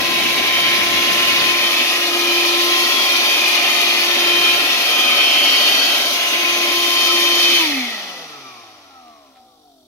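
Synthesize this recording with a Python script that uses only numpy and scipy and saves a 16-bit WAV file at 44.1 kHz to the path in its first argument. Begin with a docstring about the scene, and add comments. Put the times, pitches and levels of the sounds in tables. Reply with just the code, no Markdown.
"""Rushing air and a high whine come from a small handheld vacuum cleaner in a parked car.
Its fan whistles and its motor hums, swelling and fading as a hand turns it near the microphone.
At first the exhaust blows across the microphone; now and then the plastic ticks in the grip.
Switched off, it coasts down: the rush dies, the motor's brushes scrape on and its tones
slide down through the pitches at which the plastic shell rings."""
import sys
import numpy as np
from scipy import signal
from scipy.fft import rfft, irfft, next_fast_len
from scipy.io import wavfile
from scipy.ndimage import uniform_filter1d

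SR = 44100
rng = np.random.default_rng(int(sys.argv[2]) if len(sys.argv) > 2 else 0)


def persist_wave(psi):
    """Save psi, clipped to +-1, as 16-bit WAV."""
    counts = np.round(np.clip(psi, -1, 1) * 32767).astype(np.int16)
    wavfile.write(sys.argv[1], SR, np.atleast_2d(counts).T)


N = 435266
T = np.arange(N) / SR
PADDED = next_fast_len(N, True)
FREQ = np.maximum(np.arange(PADDED // 2 + 1) * SR / PADDED, 1)
FULL_HZ = 347.4  # turns a second of the motor's shaft at full speed

# how well the plastic shell gives off each pitch: pitch_hz, gain_db
SHELL = [(60, -24), (185, -20), (215, -18), (238, -5), (262, 1), (300, -3), (350, -10), (410, -15),
         (500, -14), (560, -19), (630, -5), (730, 1), (785, -2), (850, -20), (930, -19), (1050, -6),
         (1160, 2), (1240, -5), (1320, 3), (1380, -8), (1500, -23), (6000, -38)]


def from_db(db):
    """Turn decibels into a factor to multiply by."""
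    return 10 ** (np.asarray(db) / 20)


def curves(table):
    """Join a table's rows by straight lines in time, one curve for each value column."""
    times, *columns = np.transpose(table)
    return [np.interp(T, times, column) for column in columns]


def gain_at(colour, hz):
    """Look up the gain at these pitches in rows of pitch_hz, gain_db."""
    pitches, db = np.transpose(colour)
    return from_db(np.interp(np.log(hz), np.log(pitches), db))


def filtered(x, gain):
    """Give each frequency in a sound its own gain."""
    return irfft(rfft(x, PADDED) * gain, PADDED)[..., :N]


def unit(x):
    """Scale a signal to an average strength (rms) of 1."""
    return x / np.sqrt(np.mean(x ** 2))


def coloured(x, colour):
    """Give a sound a tone colour and a strength of 1."""
    return unit(filtered(x, gain_at(colour, FREQ)))


def wobble(rate_hz):
    """A smooth random curve of strength 1 that changes about rate_hz times a second."""
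    return unit(filtered(rng.standard_normal(N), 1 / (1 + (FREQ / rate_hz) ** 4)))


def stereo_noise(apart_hz):
    """Noise that is alike left and right in the bass, and unrelated far above apart_hz."""
    own_share = FREQ / (FREQ + apart_hz)
    common = filtered(rng.standard_normal(N), np.sqrt(1 - own_share))
    return common + filtered(rng.standard_normal((2, N)), np.sqrt(own_share))


def eddies(rate_hz):
    """Swirls of air: random complex numbers that shake a tone's level and timing."""
    times = np.arange(0, T[-1] + 1, 1 / rate_hz)
    return np.interp(T, times, rng.standard_normal((len(times), 2)) @ [1, 1j])


def shaft_tone(hz, turns, per_turn, flutter, wide_hz=1400):
    """A tone at a multiple of the shaft's speed; high ones reach left and right out of step."""
    shake = 1 + flutter * eddies(40)
    tone = np.sqrt(2) * np.exp(2j * np.pi * (per_turn * turns + rng.random())) * shake
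    side = np.minimum(per_turn * hz / wide_hz, .8) * tone.real
    return np.array([tone.imag + side, tone.imag - side])


def cabin_echoes(x, echo_gain=0.49, right_lag_s=.00014, sway_s=0.000494, count=7):
    """Hand, seat and dashboard throw back quick echoes whose paths change as the cleaner turns."""
    sway_angle = np.interp(T, [0, 1.3, 6.4, 9.9], [0, .6, 7, 8])
    out = []
    for channel, lag_s in zip(x, (0, right_lag_s)):
        heard = np.interp(T - lag_s, T, channel)
        bounced = filtered(channel, FREQ / np.hypot(FREQ, 1900) / np.hypot(1, FREQ / 9000))
        for distance, phase in rng.random((count, 2)):
            delay_s = 0.000801 + .007 * distance + sway_s * np.sin(sway_angle + 2 * np.pi * phase)
            heard = heard + echo_gain * np.interp(T - delay_s, T, bounced)
        out.append(heard)
    return np.array(out)


def shaft_speed(off_s=7.586, wander=0.00048):
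    """Turns a second: nearly steady until switch-off, then braked by fan, bearings and brushes."""
    # the shaft's speed under power: time_s, speed_hz
    powered = [(0, 344.8), (.8, 347), (2.5, 347.1), (2.95, 349.8), (3.9, 347.2), (4.6, 348.7), (5.3, 347.4),
               (5.6, 348.4), (6.4, 346.7), (7.0, 347.6), (7.58, 345.9)]
    fan_drag, bearing_drag, brush_drag = 461.5, 53.7, 27.2  # Hz lost per second at full speed
    share, step = np.linspace(1, 0, 2000, retstep=True)  # from full speed to standing still
    braking = fan_drag * share ** 2 + bearing_drag * share + brush_drag
    reached_s = off_s + np.cumsum(-step * FULL_HZ / braking)
    return curves(powered)[0] * np.interp(T, reached_s, share) * (1 + wander * wobble(5.9))


def rushing_air(octaves, turns, fall_db=22, flicker_db=0.93, throb=0.056):
    """Swirling air rings the ducts, throbs once a turn and dies quickly as the fan slows."""
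    # tone colour of the air: pitch_hz, gain_db
    colour = [(40, -58.5), (120, -33.5), (190, -24.5), (255, -9), (380, -9.5), (480, -13), (600, -12),
              (820, -12), (1100, -13.5), (1600, -9), (1850, -4.5), (2150, 0), (3100, 4.5), (4500, -0.5),
              (6200, -8), (7100, -19), (8400, -26.5), (11300, -13.5), (15800, -24.5)]
    # where the ducts and the dust cup ring: pitch_hz, width_hz, boost_db
    ducts = [(581.5, 50, 8), (743, 86, 5), (1247, 200, 6), (1933, 43, 6), (2460, 250, 4), (3545, 100, 3.5),
             (4440, 310, 3), (6570, 120, 2.5), (11350, 330, 1)]
    # how squarely the rear grille faces the microphone: time_s, share (0 to 1)
    grille = [(1.4, 0.13), (3.5, 0.28), (4.6, 0.18), (5.7, 0.5), (6.3, 0), (7.5, 0.05)]
    # strength of the rush under power: time_s, upper_mids_db, treble_db
    strength = [(0.05, -25, -28.5), (0.74, -23, -27), (1.74, -22, -26), (2.08, -27, -27.5),
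                (2.37, -25.5, -25.5), (2.95, -25.5, -24), (3.52, -23, -25), (4.85, -24.5, -26),
                (5.17, -22.5, -25), (5.82, -24.5, -23.5), (6.11, -26.5, -26.5), (6.4, -23, -29.5),
                (6.9, -27, -24.5), (7.55, -22.5, -22.5)]
    # middles of the four bands (body, upper mids, treble, hiss): pitch_hz
    centres = [900, 2300, 4300, 10000]
    edges_hz = [(400, 950), (1700, 2900), (3300, 6200), (7000, 15000)]
    facing = curves(grille)[0]
    boost_db = sum(db / (1 + (2 * (FREQ - hz) / width) ** 2) for hz, width, db in ducts)
    plain = filtered(cabin_echoes(stereo_noise(apart_hz=5500)), gain_at(colour, FREQ))
    ringing = filtered(plain, from_db(boost_db) - 1)
    rush = plain + (1 + 0.25 * facing) * ringing
    body_db = -34 + 6.5 * facing
    mids_db, treble_db = curves(strength)
    hiss_db = -33.5 + 0.42 * (treble_db - treble_db.mean()) + 2 * octaves
    out = 0
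    for (low, high), db, pick in zip(edges_hz, [body_db, mids_db, treble_db, hiss_db], np.eye(4)):
        band_gain = np.interp(np.log(FREQ), np.log(centres), pick)  # fades into the next band
        core = filtered(rush.mean(axis=0), (FREQ > low) * (FREQ < high))
        power = uniform_filter1d(core ** 2, size=SR // 2)
        steady_band = filtered(rush, band_gain) / np.sqrt(power)
        out = out + steady_band * from_db(db + fall_db * octaves + flicker_db * wobble(25))
    return out * (1 + throb * np.sin(2 * np.pi * turns))


def duct_swells(spread=0.39):
    """Each opening sings its own narrow band of air, which swells, slides in pitch and fades."""
    # duct notes that stand out as the cleaner turns or the flow changes:
    # peak_s, half_length_s, pitch_hz, glide_hz_per_s, width_hz, level_db
    swells = [(0.455, 0.54, 2280, 123, 200, -27), (0.503, 0.95, 3790, -0.5, 260, -31),
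              (0.95, 0.95, 1860, -10.5, 170, -31.5), (1.686, 0.2, 2290, -9.5, 220, -29),
              (2.352, 0.27, 2446, -6.5, 70, -25), (2.603, 0.15, 3950, 296, 240, -29),
              (3.011, 0.13, 3300, -550, 50, -24.5), (3.581, 0.44, 2448, -5, 80, -22.5),
              (3.9, 0.38, 4440, 14, 170, -33), (4.401, 0.18, 3910, -1, 280, -32),
              (4.454, 0.18, 2457, 9, 60, -23), (5.249, 0.52, 2464, 3, 140, -26),
              (5.45, 0.25, 2860, 594.5, 380, -22), (5.5, .2, 4440, 147, 258, -26.5),
              (5.81, 0.13, 4520, -100, 240, -25.5), (5.799, 0.37, 1426, 0, 300, -34),
              (7.102, 0.035, 1294, 0, 40, -26), (7.703, 0.26, 2120, -500, 309, -29.5),
              (8.1, 0.22, 2000, -76, 80, -45.5), (8.5, .14, 2380, -6, 180, -48)]
    out = np.zeros((2, N))
    noise = rng.standard_normal((2, N)) + 1j * rng.standard_normal((2, N))
    for peak_s, half_s, hz, glide, width, db in swells:
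        near = np.abs(T - peak_s) < 2 * half_s
        offset_s = T[near] - peak_s
        slow_noise = signal.sosfilt(signal.butter(2, width / 2, fs=SR, output="sos"), noise[:, near])
        gliding_tone = np.exp(2j * np.pi * (hz + glide * offset_s / 2) * offset_s)
        mid, side = unit((slow_noise * gliding_tone).real)
        gain = from_db(db) * np.exp(-(offset_s / half_s) ** 2)
        out[:, near] += np.array([mid + spread * side, mid - spread * side]) * gain
    return out


def fan_whistle(hz, turns, blades=9, stall_hz=45, roughness=0.84):
    """The fan blades whistle; below working speed the flow stalls and the tone turns to a rasp."""
    # the whistle as the cleaner turns: time_s, level_db
    levels = [(0.0, -45), (1.25, -33), (2.05, -53), (2.3, -31.5), (2.75, -39), (3.1, -39), (4.0, -43.5),
              (4.15, -31.5), (4.42, -22), (4.75, -34), (4.95, -25.5), (5.35, -22), (5.95, -26), (6.2, -36),
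              (6.55, -35), (6.8, -28.5), (7.05, -24), (7.25, -26.5), (7.55, -21.5)]
    # short flares of the whistle: peak_s, half_length_s, level_db
    flares = [(0.218, 0.026, -26.5), (0.597, 0.11, -28), (1.67, 0.04, -27), (3.33, 0.099, -26.5),
              (3.72, 0.12, -29.5)]
    # how it fades as it sinks, lingering where the ducts ring: pitch_hz, gain_db
    fade = [(800, -69), (1600, -47), (1900, -17), (2250, -15), (2600, -12), (2850, -36), (3080, 2)]
    gain = from_db(curves(levels)[0])
    for peak_s, half_s, db in flares:
        flare = np.exp(-np.minimum(((T - peak_s) / half_s) ** 2, 20))
        gain = np.hypot(gain, from_db(db) * flare)
    stalled = np.clip((FULL_HZ - hz) / stall_hz, 0, 1)
    jitter = .022 * stalled * wobble(70)
    tone = shaft_tone(hz, turns + jitter, per_turn=blades, flutter=0.18)
    rasp = 1 + roughness * stalled * wobble(90)
    return tone * rasp * gain * gain_at(fade, blades * hz)


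def hum_gain(hz, octaves, fall_db=14):
    """How strongly the once-a-turn hum comes through the shell."""
    # the hum as the cleaner turns: time_s, level_db
    levels = [(0.0, -34), (0.6, -38), (0.7, -34), (1.95, -37), (2.12, -27.5), (2.68, -25.5), (3.01, -38),
              (3.78, -37.5), (4.36, -28), (4.83, -45), (6.31, -46), (6.35, -34.5), (6.83, -29), (7.05, -37),
              (7.14, -26.5), (7.45, -30.5)]
    shell_gain = gain_at(SHELL, hz) / gain_at(SHELL, FULL_HZ)
    return shell_gain * from_db(curves(levels)[0] + fall_db * octaves)


def motor_whine(hz, octaves, turns, core_fall_db=5, fan_fall_db=50, weak_fall_db=25):
    """The unbalanced shaft hums, the motor's spinning core sings and fainter tones lie above."""
    # the tone of the spinning core: time_s, level_db
    core = [(0.0, -31.5), (.6, -31.5), (1.35, -29), (2.1, -36.5), (2.8, -29.5), (3.85, -39.5), (4.3, -34.5),
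            (4.55, -32), (4.75, -37.5), (6.0, -40), (6.3, -34.5), (6.85, -31), (7.3, -31.5), (7.55, -42),
            (7.63, -29), (7.71, -43), (7.96, -42), (8.08, -47), (8.19, -43), (8.45, -49), (8.65, -52),
            (9.12, -48), (9.27, -75)]
    # the octave above the fan's whistle: time_s, level_db
    fan_octave = [(0.0, -54.5), (0.5, -65), (1.07, -39), (1.38, -60), (4.0, -39.5), (4.12, -68.5),
                  (6.6, -33), (6.72, -54), (7.52, -36)]
    # the octave above the hum, heard mostly through the rear grille: time_s, level_db
    hum_octave = [(0, -42), (1.1, -40), (1.5, -59), (2.5, -50), (3.45, -39), (3.8, -35), (4.3, -39),
                  (5.5, -36), (6.1, -36), (6.6, -40), (7.5, -44)]
    # weaker tones under power: cycles_per_turn, level_db
    weak_tones = [(4, -52), (6, -46), (7, -44.5), (8, -48), (11, -50), (12, -42.5), (13, -56), (33, -55),
                  (36, -63)]
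    core_gain = from_db(curves(core)[0] + core_fall_db * octaves)
    fan_gain = from_db(curves(fan_octave)[0] + fan_fall_db * octaves)
    out = shaft_tone(hz, turns, per_turn=1, flutter=0.12, wide_hz=1300) * hum_gain(hz, octaves)
    out += shaft_tone(hz, turns, per_turn=3, flutter=0.19, wide_hz=1500) * core_gain
    out += shaft_tone(hz, turns, per_turn=18, flutter=.3) * fan_gain
    weak = sum(shaft_tone(hz, turns, k, flutter=0.46) * from_db(db) for k, db in weak_tones)
    weak += shaft_tone(hz, turns, per_turn=2, flutter=.2) * from_db(curves(hum_octave)[0])
    return out + weak * from_db(weak_fall_db * octaves)


def recorder_side_tone(hz, octaves, turns, below_hz=187.5, relative_db=-29):
    """The recorder adds a faint low tone a fixed distance under the hum; it fades as the hum sinks."""
    fade = np.clip((hz - below_hz) / 60, 0, 1)
    gain = hum_gain(hz, octaves) * from_db(relative_db) * fade
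    return gain * np.sin(2 * np.pi * (turns - below_hz * T))


def magnet_tones(hz, octaves, turns, fall_db=5.5):
    """Magnets tug at the spinning core; each tone swells as it passes a pitch where the shell rings."""
    # magnet and bearing tones at full speed, before the shell: cycles_per_turn, level_db
    tones = [(2, -47), (4, -43), (5, -52), (6, -45), (7, -46), (8, -48), (9, -37.5), (10, -45.5), (11, -50),
             (12, -49), (14, -50.5), (15, -40), (16, -50), (17, -51.5), (21, -50)]
    out = 0
    for per_turn, db in tones:
        tone = shaft_tone(hz, turns, per_turn, flutter=.25)
        out = out + tone * from_db(db) * gain_at(SHELL, per_turn * hz)
    return out * from_db(fall_db * octaves)


def rub_gain(hz, level_db, hold_hz, fall_db):
    """A rubbing part keeps its level until the shaft slows to hold_hz, then fades."""
    return from_db(level_db + fall_db * np.minimum(np.log2(hz / hold_hz), 0))


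def brushes_and_bearings(hz, turns, bite=0.23, knock=0.27, crawl_db=-60.5, bounce_stop_hz=60):
    """Brushes scrape over three gaps in the motor's contact ring; bearings rumble once a turn."""
    # tone colour of the bearings' rumble: pitch_hz, gain_db
    rumble_colour = [(60, -30), (185, -17.5), (235, -4), (350, -4), (560, -6), (770, 3.5), (880, -2.5),
                     (1150, -6), (1330, 0.5), (1450, -10.5), (1600, -16), (6000, -39)]
    # tone colour of the brushes' scrape: pitch_hz, gain_db
    scrape_colour = [(1500, -34), (2800, -12), (3300, 2), (4700, 1), (5800, -1.5), (6450, -10),
                     (8500, -20.5), (10500, -11.5), (11700, -14.5), (12600, -17), (16000, -26.5)]
    # tone colour of their chatter: pitch_hz, gain_db
    chatter_colour = [(900, -31), (1500, -8.5), (1950, 2), (2150, 1.5), (2380, 4), (2650, -0.5), (3200, -1),
                      (4500, -16), (9000, -38)]
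    # tone colour of the contact ring's thin sizzle: pitch_hz, gain_db
    sizzle_colour = [(4000, -38), (5400, -9), (6000, 8.5), (6400, -17), (8500, -42), (11100, -23),
                     (11650, -12), (12200, -24), (16000, -38)]
    gaps = unit(np.exp(bite * np.cos(2 * np.pi * 3 * turns)))
    rub = unit(np.exp(knock * np.cos(2 * np.pi * turns)))
    rumble = coloured(stereo_noise(apart_hz=5000) * rub, rumble_colour)
    rumble *= rub_gain(hz, level_db=-37.5, hold_hz=198, fall_db=13.7)
    scrape = coloured(cabin_echoes(stereo_noise(apart_hz=6000) * gaps * rub), scrape_colour)
    scrape *= np.hypot(rub_gain(hz, level_db=-33, hold_hz=217, fall_db=16), from_db(crawl_db))
    chatter = coloured(stereo_noise(apart_hz=1200) * rub, chatter_colour)
    chatter *= rub_gain(hz, level_db=-44, hold_hz=168, fall_db=12.8)
    sizzle = coloured(stereo_noise(apart_hz=6000) * gaps * rub, sizzle_colour)
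    sizzle *= rub_gain(hz, level_db=-47, hold_hz=175, fall_db=16)
    bouncing = 1 / (1 + (bounce_stop_hz / hz) ** 14)
    return rumble + scrape + (chatter + sizzle) * bouncing


def quiet_car(level_db=-63.5):
    """The faint, steady background noise inside the parked car."""
    # tone colour of the background: pitch_hz, gain_db
    colour = [(25, -11), (55, -9), (120, -6), (300, -26), (800, -19.5), (2000, -28.5), (7000, -18.5),
              (12000, -18.5), (16000, -19)]
    return coloured(stereo_noise(apart_hz=200), colour) * from_db(level_db)


def exhaust_wind(fade_db_per_s=50, lean_left_db=4.0):
    """The side vent blows on the microphone twice, more on the left, fading as it turns away."""
    # tone colour of the wind: pitch_hz, gain_db
    colour = [(25, -26.5), (60, -8.5), (110, -5), (250, 3), (400, -0.5), (900, -25), (4000, -56)]
    wind = coloured(stereo_noise(apart_hz=16), colour)
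    blowing = 0
    for start_s, end_s, level_db in [(0, 1.47, -35.5), (4.45, 4.5, -44.5)]:
        away_s = np.abs(T - np.clip(T, start_s, end_s))
        blowing = blowing + from_db(level_db - fade_db_per_s * away_s)
    return wind * blowing * from_db([[lean_left_db], [-lean_left_db]])


def plastic_ticks():
    """The plastic ticks and creaks in the hand: tiny bursts of noise that die at once."""
    # the ticks: start_s, level_db, decay_s
    ticks = [(2.04, -29, .002), (9.082, -41, .0015), (9.097, -43, .0015), (9.358, -52, .008),
             (9.37, -52, 0.012)]
    # tone colour of the plastic: pitch_hz, gain_db
    colour = [(100, -20), (350, 0), (1400, -2), (2200, 1), (4000, 1), (6500, -19), (15000, -28)]
    bursts = sum(from_db(db) * (T >= s) * np.exp(-np.abs(T - s) / decay) for s, db, decay in ticks)
    return coloured(stereo_noise(apart_hz=2510), colour) * bursts


def shell_ring(start_s=9.358, pitch_hz=764, level_db=-41.5, attack_s=0.017, decay_s=0.11):
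    """The shell rings briefly as the slowing motor's tones slide through its pitch."""
    age = np.maximum(T - start_s, 0)
    envelope = (1 - np.exp(-age / attack_s)) * np.exp(-age / decay_s)
    return from_db(level_db) * np.sin(2 * np.pi * pitch_hz * age) * envelope


def scene():
    """One shaft drives fan and motor; the recorder's side tone, car, wind and ticks join them."""
    hz = shaft_speed()
    turns = np.cumsum(hz) / SR
    octaves = np.log2(hz / FULL_HZ)  # -1 at half speed; every fall_db is the drop per halving
    cleaner = rushing_air(octaves, turns) + duct_swells() + fan_whistle(hz, turns)
    cleaner += motor_whine(hz, octaves, turns) + magnet_tones(hz, octaves, turns)
    cleaner += brushes_and_bearings(hz, turns) + shell_ring()
    side_tone = recorder_side_tone(hz, octaves, turns)
    return cleaner + side_tone + quiet_car() + exhaust_wind() + plastic_ticks()


def record(dry, ceiling=.9, top_hz=15800):
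    """The microphone is brighter on the left, rounds the highest peaks and cuts the very top."""
    left_colour = [(300, .1), (700, 0.69), (2500, 0.24), (5500, 0.49), (9000, 3.0), (14000, 0.91)]
    left_gain = gain_at(left_colour, FREQ)
    heard = filtered(dry, np.array([left_gain, 1 / left_gain]))
    rounded = heard / (1 + (heard / ceiling) ** 6) ** (1 / 6)
    top_cut = 1 / np.sqrt(1 + (FREQ / top_hz) ** 300)
    return filtered(rounded, top_cut)


dry = scene()
out = record(dry)
persist_wave(out)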